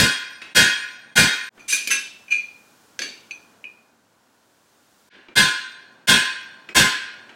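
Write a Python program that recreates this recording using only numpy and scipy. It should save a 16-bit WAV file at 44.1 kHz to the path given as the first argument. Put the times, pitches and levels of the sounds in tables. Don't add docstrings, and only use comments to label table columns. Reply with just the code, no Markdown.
import sys
import numpy as np
from scipy import signal
from scipy.fft import rfft, irfft, next_fast_len
from scipy.io import wavfile
from scipy.ndimage import uniform_filter1d

SR = 44100
rng = np.random.default_rng(int(sys.argv[2]) if len(sys.argv) > 2 else 0)


def wav_record(signal):
    frames = np.transpose(np.atleast_2d(signal))
    bounded = np.clip(frames, -1, 1)
    quanta = np.round(bounded * 32767).astype(np.int16)
    wavfile.write(sys.argv[1], SR, quanta)


N = 324135
LEAD = SR // 10
SPAN = np.arange(SR) / SR


def amp(db):
    return 10 ** (np.asarray(db) / 20)


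def along(points, hz):
    f, v = np.transpose(points)
    return np.interp(np.log(hz + 1), np.log(f + 1), v)


def filtered(x, response):
    m = next_fast_len(x.shape[-1] + SR // 4)
    spectrum = rfft(x, m) * response(np.fft.rfftfreq(m, 1 / SR))
    return irfft(spectrum, m)[..., :x.shape[-1]]


def octaves(hz):
    return np.log2((hz + 20) / 2000)


def burst(spectrum, decays, tilt_db=0, spiky_db=0):
    hz, t, z = signal.stft(rng.standard_normal(SR), SR, nperseg=512)
    colour = amp(along(spectrum, hz) + tilt_db * octaves(hz))
    colour = colour / np.sqrt(np.mean(colour ** 2))
    fading = amp(-60 * t / along(decays, hz)[:, None])
    noise = signal.istft(z * fading * colour[:, None], SR, nperseg=512)[1][:SR]
    grid = np.arange(0, SR / 2, 45)
    lines = amp(spiky_db * np.clip(grid / 2500, 0, 1) * rng.standard_normal(len(grid)))
    lines = lines / np.sqrt(np.mean(lines ** 2))
    return filtered(noise, lambda f: np.interp(f, grid, lines))


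def ringing(hz, db, t60, scatter_db, waver, waver_hz, tail_db):
    level, phase = rng.standard_normal((2, len(hz), 1))
    knots = rng.standard_normal((2, len(hz), 200))
    place = np.minimum(SPAN * waver_hz, 198)
    left = place.astype(int)
    wander = knots[..., left] * (1 + left - place) + knots[..., left + 1] * (place - left)
    in_step, out_of_step = waver * np.minimum(0.48 + SPAN / 0.036, 1) * wander
    angle = 2 * np.pi * (hz[:, None] * SPAN + phase)
    fall_db = 60 * SPAN / t60[:, None]
    fade = amp(-1.12 * fall_db) + amp(tail_db - 3 * octaves(hz)[:, None] - 0.5 * fall_db)
    size = amp(db[:, None] + scatter_db * level) * fade
    return np.sum(size * ((1 + in_step) * np.sin(angle) + out_of_step * np.cos(angle)), axis=0)


def add(track, s, sound):
    track[LEAD + round(s * SR):][:SR] += sound


# (time [s], ring level [dB], clatter level [dB], thud level [dB])
BLOWS = [(-.035, -3.5, -11, -16.5), (.547, -1.5, -10, -20), (1.154, -2.5, -10, -17.5),
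         (4.662, -10.5, -5.5, -24.5), (5.354, -4, -12.5, -23), (6.071, -3, -10, -21.5),
         (6.746, -4.5, -8, -18)]
# (frequency [Hz], first-round level [dB], second-round level [dB], nominal decay time to -60 dB [s])
BEAM_MODES = [(912, -40, -35, 0.63), (1034, -24, -19, 0.63), (1445, -18, -16, 0.67), (1488, -24, -24, 0.63),
              (1523, -19, -20, 0.58), (1550, -16, -17, 0.61), (1588, -28, -20, 0.82),
              (1612, -29, -26, 0.76), (1677, -14, -14, 0.58), (1725, -24, -23, 0.64),
              (1752, -25, -28, 0.67), (1828, -23, -26, 0.66), (1857, -19, -29, 0.72),
              (2094, -18, -19, 0.56), (2129, -31, -23, 0.55), (2323, -32, -30, 0.63),
              (2409, -23, -29, 0.74), (2449, -29, -33, 0.79), (2506, -21, -20, 0.64),
              (2538, -32, -35, 0.84), (2616, -30, -23, 0.58), (2789, -25, -17, 0.48),
              (2939, -25, -20, 0.58), (3211, -28, -29, 0.55), (3262, -15, -16, 0.54),
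              (3305, -23, -18, 0.56), (3338, -32, -29, 0.62), (3496, -29, -23, 0.62),
              (3615, -27, -19, 0.61), (3758, -18, -29, 0.53)]
# (frequency [Hz], first-round level [dB], second-round level [dB], nominal decay time to -60 dB [s])
KNIFE_MODES = [(4013, -30, -21, 0.6), (4137, -29, -33, 0.64), (4164, -28, -32, 0.57),
               (4277, -33, -28, 0.69), (4307, -29, -28, 0.67), (4358, -28, -26, 0.58),
               (4430, -28, -24, 0.6), (4471, -25, -24, 0.59), (4565, -23, -30, 0.56),
               (4611, -34, -34, 0.66), (4867, -28, -34, 0.56), (4990, -22, -26, 0.57),
               (5020, -28, -24, 0.52), (5044, -29, -32, 0.52), (5179, -36, -34, 0.6),
               (5550, -35, -36, 0.62), (5580, -34, -33, 0.59), (5626, -34, -32, 0.76),
               (5696, -32, -33, 0.63), (5822, -31, -26, 0.53), (5986, -32, -37, 0.58),
               (6037, -32, -37, 0.55), (6471, -27, -30, 0.54), (6511, -37, -35, 0.66),
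               (7047, -33, -40, 0.63), (7768, -29, -32, 0.5), (9475, -49, -38, 0.59),
               (9940, -41, -47, 0.57), (11108, -38, -42, 0.47), (12088, -33, -43, 0.5)]
# (frequency [Hz], first-round level [dB], second-round level [dB], nominal decay time to -60 dB [s])
HIGH_MODES = [(7000, -36.5, -32, 0.57), (8070, -23, -21, 0.46), (8740, -33, -40.5, 0.86),
              (8500, -30.5, -21.5, 0.5), (10540, -26, -30.5, .35), (12000, -47, -53.5, 1),
              (12400, -43.5, -39, 0.4), (13350, -42, -41, .35), (14600, -42, -72, .4)]
# (frequency [Hz], relative level [dB per Hz])
CLATTER = [(150, -43), (250, -7.5), (607, -9), (938, -9), (1020, -13.5), (1330, -14), (1500, -7),
           (2200, -11.5), (2440, -10.5), (3060, -9.5), (3340, -9.5), (5440, -12), (8550, -11.5),
           (16000, -25.5)]
# (frequency [Hz], decay time to -60 dB [s])
CLATTER_T60 = [(250, 0.5), (740, 0.4), (1600, 0.85), (3000, 0.72), (6000, 0.5), (10000, 0.34), (15000, 0.3)]
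# (frequency [Hz], relative level [dB per Hz])
THUD = [(15, -60), (25, -21), (80, -12), (183, 5.5), (208, -1), (254, -3), (335, -14), (500, -7),
        (650, -34.5), (1100, -120)]


def hammer():
    track = np.zeros(LEAD + N + SR)
    swell = np.exp(-((SPAN - .055) / .055) ** 2) + amp(-22.5 - 60 * SPAN / .5)
    hz, first_db, second_db, t60 = np.transpose(BEAM_MODES + KNIFE_MODES + HIGH_MODES)
    (pause, *_), (resume, *_) = DIPS
    for s, ring_db, clatter_db, thud_db in BLOWS:
        strengths = ring_db + (first_db if s < pause else second_db)
        ring = ringing(hz, strengths, t60, scatter_db=2, waver=1.1, waver_hz=38, tail_db=-20)
        clatter = amp(clatter_db) * burst(CLATTER, CLATTER_T60, spiky_db=4)
        thud = amp(thud_db) * swell * burst(THUD, [(30, 1.6), (300, 2.5)])
        heard = (s + SPAN < pause) | (s + SPAN > resume)
        add(track, s, (ring + clatter + thud) * heard)
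    return track[LEAD:LEAD + N]


# (frequency [Hz], relative level [dB per Hz])
HALL = [(18, -58.5), (30, -29.5), (98, -8.5), (161, -8), (221, -2), (404, -6.5), (1130, -7), (1280, -10.5),
        (1390, -5), (2010, -14), (6900, -16.5), (12600, -25.5), (16000, -24.5)]
# (time [s], nominal level [dB], tilt that sets the blend [dB per octave])
BACKGROUND = [(0, -53.5, -6.5), (1.5, -54.5, -3), (1.552, -53, -1.5), (2.7, -56.5, 0.5), (3.5, -54, -1),
              (4, -61, -1), (5.088, -60, 1), (5.11, -56.5, -14), (7.35, -50.5, -6)]


def hall():
    s, level_db, tilt_db = np.transpose(BACKGROUND)
    t = np.arange(N) / SR
    noise = rng.standard_normal(N)

    def coloured(tilt):
        return filtered(noise, lambda hz: amp(
            along(HALL, hz) + tilt * (np.maximum(octaves(hz) + 1, 0) + 3 * (hz < 90))))

    flat, bright, dull = coloured(0), coloured(2), coloured(-4)
    share = np.clip((np.interp(t, s, tilt_db) + 4) / 6, 0, 1) ** 2
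    blend = share * bright + (1 - share) * dull
    return amp(np.interp(t, s, level_db)) * blend / np.std(flat)


# (frequency [Hz], relative level [dB per Hz])
SCRAPE = [(200, -72), (700, -18), (1400, 4), (2500, 7.5), (4500, 0.5), (7000, -4), (11000, -16.5),
          (16000, -26)]
# (frequency [Hz], decay time to -60 dB [s])
SCRAPE_T60 = [(1000, 0.38), (3000, 0.6), (8000, 0.5), (15000, 0.39)]
# (frequency [Hz], relative level [dB per Hz])
KNOCK = [(40, -89.5), (110, -28.5), (180, -17), (290, -0.5), (500, -9), (1000, -24), (2000, -74.5)]


def contact(scrape_db, tilt_db, knock_db):
    click = 1 + 2.7 * amp(-60 * SPAN / 0.033)
    scrape = amp(scrape_db) * click * burst(SCRAPE, SCRAPE_T60, tilt_db, spiky_db=7)
    knock = amp(knock_db) * burst(KNOCK, [(300, 0.46)])
    return scrape + knock


# (time [s], scrape level [dB],
# scrape tilt [dB per octave], knock level [dB], rivet ring level [dB], rise time [s])
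TICKS = [(0.415, -35, -5, -49.5, -55, .006), (1.575, -48.5, -13, -53, -74, 0.0057),
         (5.11, -64.5, -4, -47.5, -78, 0.065), (5.284, -48, -11.5, -51.5, -45, 0.0012),
         (6.688, -39, -6.5, -46, -41, 0.0019), (7.293, -44.5, -8.5, -57, -42.5, .0008)]


def ticks():
    track = np.zeros(LEAD + N + SR)
    rivet_hz, rivet_t60 = 2860, .05
    for s, *touch, rivet_db, rise in TICKS:
        rivet = amp(rivet_db - 60 * SPAN / rivet_t60) * np.sin(2 * np.pi * rivet_hz * SPAN)
        onset = np.minimum(SPAN / rise, 1)
        add(track, s, onset * (contact(*touch) + rivet))
    return track[LEAD:LEAD + N]


# (time [s], way of touching [name], ring level [dB], overtone boost [dB], scrape level [dB],
# hardness as scrape tilt [dB per octave], knock level [dB], rise time [s])
TAPS = [(1.594, "edge", -43, 1, -58, -2.5, -69, 0.0013), (1.679, "flat", -27, -1, -20.5, 5.5, -63.5, 0.031),
        (1.722, "flat", -23, -3, -25, 3, -45.5, 0.0067), (1.873, "edge", -20.5, -5, -28, 4.5, -43, 0.0011),
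        (1.903, "flat", -24, -0.5, -21, -0.24, -42, 0.011),
        (2.281, "edge", -41.5, -5, -62, -5, -67, 0.0013),
        (2.304, "edge", -8.5, -10.5, -39.5, 2, -53.5, .021),
        (2.322, "edge", -25, -3, -38.5, -2.1, -55, 0.00104),
        (2.991, "corner", -35, -7, -35, 2.2, -39.5, 0.00057),
        (3.017, "corner", -44, 5.5, -32.5, -1.5, -43.5, 0.0031),
        (3.309, "tip", -39, -0.5, -52.5, -0.5, -59, 0.0016),
        (3.641, "tip", -40.5, -24, -56, -2.4, -60, 0.0018)]
# (frequency [Hz], relative level [dB], nominal decay time to -60 dB [s])
SECTION = [(1077, -19, .4), (1549, -4, .3), (1653, 0, .32), (1954, -5, .25), (2138, -6, .25),
           (2310, -13, .28), (2412, 0, .37), (2480, -2, .45), (2530, 0, .36), (2630, 0, .3),
           (2855, -6, .35), (2950, -6, .25), (3330, -6, .28), (3600, -5, .38), (4027, -3, .32),
           (4345, -4, .28), (4495, -1, .4), (4587, 1, .45), (5029, -6, .22), (6060, -2, .38),
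           (6126, -2, .4), (6210, 0, .32), (6510, -9, .3), (6950, -9, .25), (7827, -10, .3), (8355, -5, .3),
           (8520, 0, .29), (10860, -5, .26), (11200, -2, .33), (12210, -14, .18), (14180, -12, .2),
           (15050, -14, .2)]
WAYS = {"flat": ((-1.5, 0, -8.5, -12, -12, 1, -1.5), -10, 0.051),
        "edge": ((-31.5, -2.5, -14.5, -21.5, -25.5, -19.5, -28.5), -1.52, 0.071),
        "corner": ((-1, -2, -12, -17, -0.5, -2.5, -16), 9.2, 0.031),
        "tip": ((-41, -0.5, -1.5, -9, -16.5, -15, -29), 15.3, 0.034)}


def taps():
    track = np.zeros(LEAD + N + SR)
    soft_lifts_low = 2.5
    hz, db, t60 = np.transpose(SECTION)
    register = np.searchsorted([2200, 2450, 2600, 3000, 5200, 7500], hz)
    for s, way, ring_db, overtones_db, scrape_db, tilt_db, knock_db, rise in TAPS:
        families_db, snap_db, snap_t60 = WAYS[way]
        strengths = db + ring_db + np.array(families_db)[register]
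        strengths = strengths + overtones_db * (register > 3)
        strengths = strengths - soft_lifts_low * tilt_db * (register == 0)
        ring = ringing(hz, strengths, t60, scatter_db=1.5, waver=.9, waver_hz=65, tail_db=-25)
        ring = ring * (1 + amp(snap_db - 60 * SPAN / snap_t60))
        onset = np.minimum(SPAN / rise, 1)
        add(track, s, onset * (ring + contact(scrape_db, tilt_db, knock_db)))
    return track[LEAD:LEAD + N]


# (frequency [Hz], level under the middle [dB])
WIDE = [(60, -32), (300, -32), (600, -19.5), (1200, -65.5), (15000, -64.5)]


def scene():
    middle = hammer() + hall() + ticks() + taps()
    scatter = rng.standard_normal(SR // 50) / np.sqrt(SR // 50)
    smeared = signal.fftconvolve(middle, scatter)[:N]
    side = filtered(smeared, lambda hz: amp(along(WIDE, hz)))
    return np.array([middle + side, middle - side])


def dip(s, fall, rise):
    return np.interp(np.arange(N) / SR, [s - fall, s, s + rise], [1, 0, 1]) ** 1.095


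# (time [s], fall time [s], rise time [s])
DIPS = [(1.493, 0.0048, 0.082), (5.097, 0.0072, 0.058)]


def record(dry):
    loudness = np.sqrt(np.abs(uniform_filter1d(dry[0] ** 2, size=SR // 40)) + 1e-12)
    gain = (1 + (loudness / amp(-10)) ** 4) ** -.15
    for blow in BLOWS[:3] + BLOWS[4:]:
        gain = gain * dip(blow[0], fall=0.017, rise=0.026)
    for moment in DIPS:
        gain = gain * dip(*moment)
    held = dry * gain
    held = held / (1 + np.abs(held / .95) ** 6) ** (1 / 6)
    return filtered(held, lambda hz: hz < 15850)


dry = scene()
out = record(dry)
wav_record(out)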